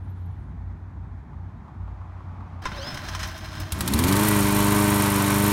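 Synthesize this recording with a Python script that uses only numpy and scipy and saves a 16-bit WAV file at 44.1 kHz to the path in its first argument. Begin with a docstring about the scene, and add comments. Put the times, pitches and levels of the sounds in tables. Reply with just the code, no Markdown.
"""A driveway, one microphone a few metres from a remote-controlled mower, a low drone behind it.
At 2.6 s the solenoid clicks, the pinion clunks in and the starter whines up and cranks with a rattle.
At 3.7 s the four-stroke engine catches with a few sharp firings, overshoots and settles at governed
speed: exhaust through the muffler, knocks in the block, fan roar and valve clatter.
House fronts and fences return a faint echo."""
import sys
import numpy as np
from scipy import signal
from scipy.fft import rfft, irfft, next_fast_len
from scipy.io import wavfile
from scipy.ndimage import uniform_filter1d

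SR = 44100
rng = np.random.default_rng(int(sys.argv[2]) if len(sys.argv) > 2 else 0)


def to_wav(sig):
    """Store sig (one row per channel, or 1-D mono) as 16-bit WAV at the path in sys.argv[1].

    Samples outside -1..1 are clipped; the rate is SR.
    """
    pcm = np.clip(np.atleast_2d(sig), -1, 1) * 32767
    pcm = np.round(pcm).astype(np.int16)
    wavfile.write(sys.argv[1], SR, pcm.T)  # frames by channels


N = 243431
T = np.arange(N) / SR
SPIN_S, CATCH_S = 2.685, 3.72  # the starter spins up; the engine catches
GOVERNED_TURNS_PER_S, FIRING_PLACE = 50.4, .075  # place within the cycle, 0-1

# exhaust at governed speed: t/s, level/dB
EXHAUST_LEVEL = [(4.0, -21), (4.85, -21), (5.1, -22.5), (5.5, -20.5)]
# block knocks and valve-gear strikes: place in the cycle (0-1), level/dB
KNOCK_PATTERN = [(.01, -14.5), (.26, -15.5), (.51, -15), (.76, -18)]
VALVE_PATTERN = [(0.039, 2), (.11, -18), (0.192, 6), (.3, 8.5), (0.558, 3.5), (.62, -22), (.77, 3.5),
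                 (.86, 10)]
# spectra of the knocks, the cooling fan and the valve clatter: f/Hz, level/dB
KNOCK_SPECTRUM = [(20, -65), (200, -8), (450, -4), (620, 0), (800, -16.5), (895, 8.5), (1120, 4.5),
                  (1300, -9), (1550, -9), (2400, -8.5), (4000, -31), (8000, -36)]
FAN_SPECTRUM = [(15, -28), (30, -10), (55, 2), (150, -15.5), (300, 4.5), (450, -4), (800, -1), (1020, 5.5),
                (1350, -0.5), (2400, -6), (3600, -8), (4900, -14), (7000, -13), (16000, -23.5)]
CLATTER_SPECTRUM = [(1500, 2.5), (4500, -31.5), (7000, -1.5), (9500, 3), (13000, 0.5), (16000, -8)]
# resonances of the block and shroud, and of the valve gear: f/Hz, width/Hz, level/dB
BLOCK_RINGS = [(1345, 50, 1), (1525, 19, 8.5), (1920, 55, 1), (1964, 56, 4.5), (2206, 34, 5.5),
               (2362, 20, 11), (2460, 45, 4.5), (3100, 300, 2), (3900, 140, 4), (4270, 160, 6),
               (4560, 70, 5.5), (5150, 220, 4.5), (5580, 220, 7.5), (6150, 86, 7.5), (6760, 130, 5),
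               (7000, 300, 1.5)]
VALVE_RINGS = [(8790, 390, 8.5), (10600, 86, 6), (11150, 120, -14), (11110, 70, 21), (12200, 580, 7.5),
               (13000, 73, 12)]
def engine():
    """A few metres off: exhaust, block knocks, fan roar and valve clatter, all on one crankshaft."""
    speed, cycles = crankshaft()
    speed_db = 12.5 * np.log2(speed / GOVERNED_TURNS_PER_S)  # louder with each doubling of speed
    exhaust_db, = curves(EXHAUST_LEVEL)
    rough = np.clip((4.24 - T) / .097, 0, 1)  # combustion is ragged until the engine is up to speed
    hits = strikes(cycles, KNOCK_PATTERN, scatter_db=1.3, jitter_s=.00004)
    knocks = colour(evened(hits) + .22 * rattle(hits, decay_s=.0073), KNOCK_SPECTRUM, BLOCK_RINGS)
    fan = colour(noise() * amp(.92 * wander(86)), FAN_SPECTRUM, BLOCK_RINGS)
    ticks = strikes(cycles, VALVE_PATTERN, scatter_db=1.6, jitter_s=.0003)
    clatter = colour(rattle(ticks, decay_s=.0057), CLATTER_SPECTRUM, VALVE_RINGS + BLOCK_RINGS)
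    clatter_db = -7.5 - 3 * rough  # the valves seat harder at speed
    machinery = amp(-9) * knocks + amp(.24) * fan + amp(clatter_db) * clatter
    tailpipe = amp(exhaust_db) * exhaust(cycles, speed, rough)
    return ramp(CATCH_S, .037) * amp(speed_db) * (tailpipe + amp(-28) * machinery)

# run-up, overshoot and slight hunting: t/s, speed/(turns per s)
CRANK_SPEED = [(3.72, 20.1), (4.104, 47.9), (4.244, 52.8), (4.404, 49.9), (4.769, 51), (4.967, 50.5),
               (5.223, 49.4), (5.52, 50.9)]
def crankshaft():
    """Speed, and the running count of four-stroke cycles (two turns each) once the engine catches."""
    speed, = curves(CRANK_SPEED)
    return speed, FIRING_PLACE + np.cumsum(speed * (T > CATCH_S)) / SR / 2

# exhaust note: multiple of the cycle rate, level/dB
EXHAUST_ORDERS = [(1, -39), (2, -12), (3, -16.5), (4, -0.5), (5, -8), (6, -6.5), (7, -17.5), (8, 1),
                  (9, -13.5), (10, -24), (11, -30.5), (12, 2), (13, -21), (14, -31), (15, -27), (16, -4.5),
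                  (17, -35), (18, -26), (19, -29.5), (20, -18), (21, -25), (22, -27), (23, -36), (24, -11)]
# what the muffler lets through: f/Hz, level/dB
MUFFLER = [(15, -35), (50, -15), (75, 6), (100, 2.5), (150, -5), (220, 2.5), (290, -2), (400, -3.5),
           (500, -19), (600, -4), (900, -38), (4000, -70)]
def exhaust(cycles, speed, rough):
    """Orders of the cycle glide through the muffler's resonances; uneven burning adds puffs of noise."""
    orders, levels_db = np.transpose(EXHAUST_ORDERS)
    mirrored = np.log(amp(np.r_[levels_db[0], levels_db, levels_db[-2::-1]]))
    lags = np.imag(signal.hilbert(mirrored))[1:len(orders) + 1]  # the pipe delays each order
    uneven_cycles = cycles - .25 + (.0012 + .003 * rough) * wander(40)
    note = np.zeros(N)
    for k, db, lag in zip(orders, levels_db, lags):
        muffler_db = level_at(MUFFLER, k * speed / 2) - level_at(MUFFLER, k * speed[-1] / 2)
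        note -= amp(db + muffler_db) * np.cos(2 * np.pi * k * uneven_cycles - lag)
    puffs = colour(noise(), MUFFLER)
    steady_rms = np.sqrt(np.mean(note[rough == 0] ** 2))
    return note / steady_rms * amp((.5 + rough) * wander(30)) + .45 * rough * puffs

# crack of a hard firing: f/Hz, level/dB
CRACK_SPECTRUM = [(290, -10), (500, -7), (678, -12), (1180, -1.5), (2500, -9), (3590, 0), (5800, -6.5),
                  (11300, -2.5), (14900, -9), (16000, -6.5)]
def hard_firings(count=9, thump_hz=78, swell_s=.008):
    """The first cycles fire hard: each a bright crack, then a low thump from the muffler."""
    out, t = np.zeros(N), np.arange(SR // 8) / SR
    thump = -np.sin(2 * np.pi * thump_hz * t) * (t / swell_s) * np.exp(1 - t / swell_s)
    _, cycles = crankshaft()
    for s in T[np.searchsorted(cycles, FIRING_PLACE + np.arange(count), side="right")]:
        crack_db = -20 - 3 * ((s - 3.945) / .22) ** 2  # loudest in mid run-up
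        thump_db = -22.5 - 23 * (s - CATCH_S)  # dies away as speed builds
        crack = colour(burst(rise_s=.0013, t60=.045, grain_db=2), CRACK_SPECTRUM, tilt_db=-.1)
        add(out, s, amp(crack_db) * crack)
        add(out, s + .0028, amp(thump_db) * thump)
    snap = colour(burst(rise_s=.0014, t60=.027, grain_db=2.5), CRACK_SPECTRUM, tilt_db=7.5)
    add(out, 4.283, amp(-14) * snap)  # once, at the top of the overshoot
    return out

def starter():
    """The starter cranks with a whine, a groan and grinding, and fades once the engine has caught."""
    engaged = np.interp(T, [2.615, 2.623, 3.85, 4.05], [0, 1, 1, 0])
    return engaged * (gear_whine() + load_groan() + gear_grind())

# partials of the meshing teeth: multiple of the mesh rate, level/dB
MESH_PARTIALS = [(1, -.5), (2, -2), (3, 0), (4, -9), (5, -16)]
# resonances of the starter housing: f/Hz, width/Hz, level/dB
HOUSING_RINGS = [(1033, 56, 11), (1580, 150, 3.5), (1960, 110, 1), (2830, 52, 2), (3150, 140, 8),
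                 (3400, 110, 1.5), (3670, 57, 10), (4080, 130, 10), (5175, 420, 16.5), (5630, 120, 10.5),
                 (6130, 390, 11), (6480, 160, 8)]
def gear_whine(start_hz=880, top_hz=1725, loud_db=-39.5, trace_db=-63):
    """Meshing teeth sing through the housing, loud while they spin up, then only a trace."""
    mesh_hz = start_hz + (top_hz - start_hz) * np.sin(np.pi / 2 * ramp(SPIN_S, .205)) ** 2
    whine_db = trace_db + (loud_db - trace_db) * envelope(SPIN_S, attack=.064, hold=.14, release=.045)
    teeth = phase(mesh_hz)
    # worn teeth make each partial flutter on its own
    mesh = sum(amp(db + 3 * wander(70)) * np.sin(k * teeth + .95 * wander(200))
               for k, db in MESH_PARTIALS)
    # f/Hz, level/dB
    spectrum = [(1100, 0), (1800, -7), (3000, 0), (4300, 0), (5200, -3), (6400, -4), (7200, -15)]
    return amp(whine_db) * evened(colour(mesh, spectrum, HOUSING_RINGS))

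def load_groan(free_hz=634, sag_hz=81.56, load_s=2.8, throb_hz=12.3):
    """The starter sags in pitch and swells under load, then throbs once a crank turn as it recovers."""
    load = 1 / (1 + ((T - load_s) / np.where(T < load_s, .045, .11)) ** 2)
    angle = phase((free_hz - sag_hz * load) * (1 + .0305 * wander(75)))
    depth = ramp(2.83, .13)
    throb = amp(9 * depth * np.cos(2 * np.pi * throb_hz * (T - 3.2))) / (1 + .6 * depth)
    groan = amp(-49.5 + 13.5 * load ** 2) * throb * np.sin(angle)
    # a hum an octave below comes up shortly before the engine catches
    hum = amp(-55 + 7.5 * ramp(3.25, .19) + 3 * wander(20)) * np.sin(angle / 2)
    return ramp(SPIN_S, .064) * (groan + hum)

# grinding gears: f/Hz, level/dB
GRIND_SPECTRUM = [(180, -2.5), (300, -1.5), (502, -13), (614, -6), (713, -2.5), (1040, -6), (1560, -0.5),
                  (2570, -7.5), (3190, -10), (4590, -13), (5160, -22), (7690, -20), (14200, -25.5),
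                  (16000, -23)]
def gear_grind():
    """The gears grind hardest during the first turns of the crank and brighten as they gather speed."""
    grind_db = -42.5 + 4 * envelope(SPIN_S, attack=.13, hold=.4, release=.16)
    scrape = noise() * amp(grind_db + 1.8 * wander(200) + 1.2 * wander(25))
    bright = colour(scrape, GRIND_SPECTRUM, HOUSING_RINGS)
    dull = colour(scrape, GRIND_SPECTRUM, HOUSING_RINGS, tilt_db=-2)
    spun_up = ramp(SPIN_S, .59)
    return spun_up * bright + (1 - spun_up) * dull

# blows of solenoid, pinion and gear teeth: t/s, level/dB, tilt/(dB per octave), t60/s
STARTER_BLOWS = [(2.621, -46, 0.5, 0.03), (2.653, -20.5, -4.5, 0.091), (2.716, -30, -6, 0.079),
                 (2.93, -28.5, -16, 0.17), (2.942, -37.5, 3.5, 0.093), (2.972, -33, 0, 0.063),
                 (3.085, -31.5, 0, 0.068), (3.148, -27.5, -1, 0.069), (3.191, -34, 0.5, 0.28),
                 (3.229, -27.5, 0, 0.11), (3.271, -39, 12, 0.059), (3.376, -42.5, 6, 0.1),
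                 (3.599, -36, 9, 0.092)]
# one blow: f/Hz, level/dB
CLANK_SPECTRUM = [(150, -5.5), (500, -15.5), (800, -10), (1100, 0.5), (1400, 3), (1800, 1), (2500, -3),
                  (6000, -14), (7500, -13), (16000, -23.5)]
def clanks():
    """Steel strikes steel and rings the starter housing."""
    out = np.zeros(N)
    for s, db, tilt_db, t60 in STARTER_BLOWS:
        blow = burst(rise_s=.0013, t60=t60, grain_db=-1.5)
        add(out, s, amp(db) * colour(blow, CLANK_SPECTRUM, HOUSING_RINGS, tilt_db))
    return out

def driveway(direct, gap_s=.012, t60=.34):
    """The mower reaches the microphone directly, then faintly off house fronts and fences."""
    t = np.arange(SR // 2) / SR
    echoes = noise(len(t)) * (t > gap_s) * np.exp(-np.log(1000) * t / t60)
    tail = signal.oaconvolve(direct, echoes / np.linalg.norm(echoes))[:N]
    return direct + amp(-16.5) * colour(tail, [(150, -4), (600, -5), (3000, -9), (12000, -10)])

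# the drone's two tones: f/Hz, width/Hz, level/dB
DRONE_TONES = [(56.9, 3.5, -4), (91.2, 2.7, 1.5)]
# its swells and dips: t/s, level/dB
DRONE_LEVEL = [(0.0, -35.5), (1.0, -34.5), (1.55, -43), (1.7, -58), (1.82, -35.5), (2.15, -35.5),
               (2.5, -39.5), (2.8, -34), (2.88, -53), (3.15, -33), (3.4, -40.5), (3.62, -33), (3.7, -49)]
def far_drone():
    """Two low tones waver in pitch and level, like an engine in the distance."""
    drone_db, = curves(DRONE_LEVEL)
    tones = sum(amp(db + 2.5 * wander(3.9)) * np.sin(phase(hz + width / 2 * wander(7.4)))
                for hz, width, db in DRONE_TONES)
    return amp(drone_db + 2 * wander(8.9)) * evened(tones)

# outdoor rumble, soft air and far-off rush: f/Hz, level/dB
RUMBLE_SPECTRUM = [(15, -30), (30, -20), (45, -3), (70, 8.5), (125, 3), (165, 1.5), (200, -3.5),
                   (240, -4.5), (310, -11.5), (400, -18), (700, -61.5), (5000, -87)]
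AIR_SPECTRUM = [(200, -33), (400, -5.5), (520, -8.5), (850, 0), (1250, -6.5), (1600, -9), (2300, -17.5),
                (2800, -27), (3700, -27.5), (5000, -34), (6700, -35), (8000, -40.5), (16000, -49.5)]
RUSH_SPECTRUM = [(150, -8), (240, 2), (450, -12), (780, 3), (1180, 3), (1650, -13.5), (2350, -14.5),
                 (2750, -20.5), (6000, -32), (12000, -50)]
def open_air():
    """Rumble and soft air all around; far off, a rush swells until just before the starter engages."""
    rumble = amp(-41 + 1.3 * wander(9)) * colour(noise(), RUMBLE_SPECTRUM)
    air = amp(-55 + .5 * wander(25)) * colour(noise(), AIR_SPECTRUM)
    rush = amp(-50) * ramp(1.04, 1.46) * colour(noise(), RUSH_SPECTRUM)
    return rumble + air + rush

# taps: t/s, level/dB
NEAR_TAPS = [(1.327, -48.5), (1.678, -44), (1.876, -43), (2.01, -48), (2.204, -46), (2.404, -42)]
# one tap: f/Hz, level/dB
TAP_SPECTRUM = [(200, -12), (500, -6), (1100, 14), (1600, -9), (4000, -25), (12000, -44)]
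def near_taps():
    """A few faint taps close to the microphone before the mower starts."""
    out = np.zeros(N)
    for s, db in NEAR_TAPS:
        add(out, s, amp(db) * colour(burst(rise_s=.002, t60=.063, grain_db=-3), TAP_SPECTRUM))
    return out

# hiss around the squeal: f/Hz, level/dB
HISS_SPECTRUM = [(1500, -29), (2900, 4), (4000, 0), (5000, -12), (7000, -13), (12000, -17), (16000, -25)]
def squeal(top_s=.21, half_width_s=.31):
    """Barely audible at the start: one arch of pitch in two high, flickering partials, with some hiss."""
    arch = 1 - ((T - top_s) / half_width_s).clip(-1, 1) ** 2
    angle = phase(1830 + 700 * arch + 16 * wander(120))
    whistle = sum(amp(-84 + 6 * wander(25)) * np.sin(k * angle) for k in (4, 5))
    hiss = amp(-74.5) * colour(noise(), HISS_SPECTRUM)
    return np.sqrt(arch) * whistle + arch * hiss

def strikes(cycles, pattern, scatter_db, jitter_s):
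    """One impulse at each listed place of every engine cycle, uneven in strength and timing."""
    out = np.zeros(N)
    for place, db in pattern:
        size, late = noise((64, 2)).T
        s = np.interp(np.arange(64) + place, cycles, T, left=-1, right=-1)
        at = np.round((s + jitter_s * late) * SR).astype(int)
        heard = (at > 0) & (at < N)
        out[at[heard]] += amp(db + scatter_db * size[heard])
    return out

def rattle(hits, decay_s):
    """Each impulse sets off a dying rattle."""
    power = signal.lfilter([1], [1, -np.exp(-2 / (decay_s * SR))], hits ** 2)
    return evened(np.sqrt(power) * noise())

def burst(rise_s, t60, grain_db):
    """A dense, grainy cluster of impacts that swells and dies."""
    t = np.arange(SR // 4) / SR
    shape = (1 - np.exp(-(t / rise_s) ** 2)) * np.exp(-np.log(1000) * t / t60)
    grains = amp(grain_db * evened(uniform_filter1d(noise(len(t)), size=16)))
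    return shape / shape.max() * evened(grains * noise(len(t)))

def colour(x, spectrum, rings=(), tilt_db=0):
    """Causal filter of unit energy: a broad spectrum, resonances on top, a tilt per octave."""
    hz = np.abs(np.fft.fftfreq(4096, 1 / SR)) + 1
    gain = amp(level_at(spectrum, hz) + tilt_db * np.log2(np.maximum(hz, spectrum[0][0])))
    for centre, width, ring_db in rings:
        gain *= amp(ring_db / (1 + (2 * (hz - centre) / width) ** 2))
    response = np.fft.ifft(np.exp(np.conj(signal.hilbert(np.log(gain))))).real
    return signal.oaconvolve(x, response / np.linalg.norm(response))[:len(x)]

def wander(hz):
    """Smooth random drift of unit rms, rolling off above hz."""
    size = next_fast_len(N)
    f = np.fft.rfftfreq(size, 1 / SR)
    return evened(irfft(rfft(noise(size)) * np.exp(-(f / hz) ** 2), size)[:N])

def level_at(spectrum, hz):
    """A spectrum's level in dB, interpolated on a log-frequency axis."""
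    f, db = np.transpose(spectrum)
    return np.interp(np.log(hz), np.log(f), db)

def curves(rows):
    """Each column of a table, joined by straight lines in time."""
    s, *columns = np.transpose(rows)
    return [np.interp(T, s, c) for c in columns]

def ramp(start, length):
    """Rises from 0 to 1 over the given seconds."""
    return np.clip((T - start) / length, 0, 1)

def envelope(start, attack, hold, release):
    """Rises to 1, holds and falls to 0; times in seconds."""
    return ramp(start, attack) - ramp(start + attack + hold, release)

def phase(hz):
    """Running phase of a gliding pitch, in radians."""
    return 2 * np.pi * np.cumsum(hz) / SR

def noise(size=N):
    """White noise."""
    return rng.standard_normal(size)

def amp(db):
    """Decibels to gain."""
    return 10 ** (np.asarray(db) / 20)

def evened(x):
    """Scales to unit rms."""
    return x / np.sqrt(np.mean(x ** 2) + 1e-20)

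def add(mix, s, sound):
    """Mixes a sound in at time s."""
    part = mix[round(s * SR):][:len(sound)]
    part += sound[:len(part)]

def scene():
    """The mower on the driveway and its surroundings, in mono from one spot."""
    mower = engine() + hard_firings() + starter() + clanks()
    return (driveway(mower) + far_drone() + open_air() + near_taps() + squeal())[None]

def record(dry):
    """The recorder behind the microphone cuts off steeply at 15.85 kHz."""
    lowpass = signal.firwin(801, 15850, window=("kaiser", 9), fs=SR)
    return signal.oaconvolve(dry, lowpass[None], "same")

dry = scene()
out = record(dry)
to_wav(out)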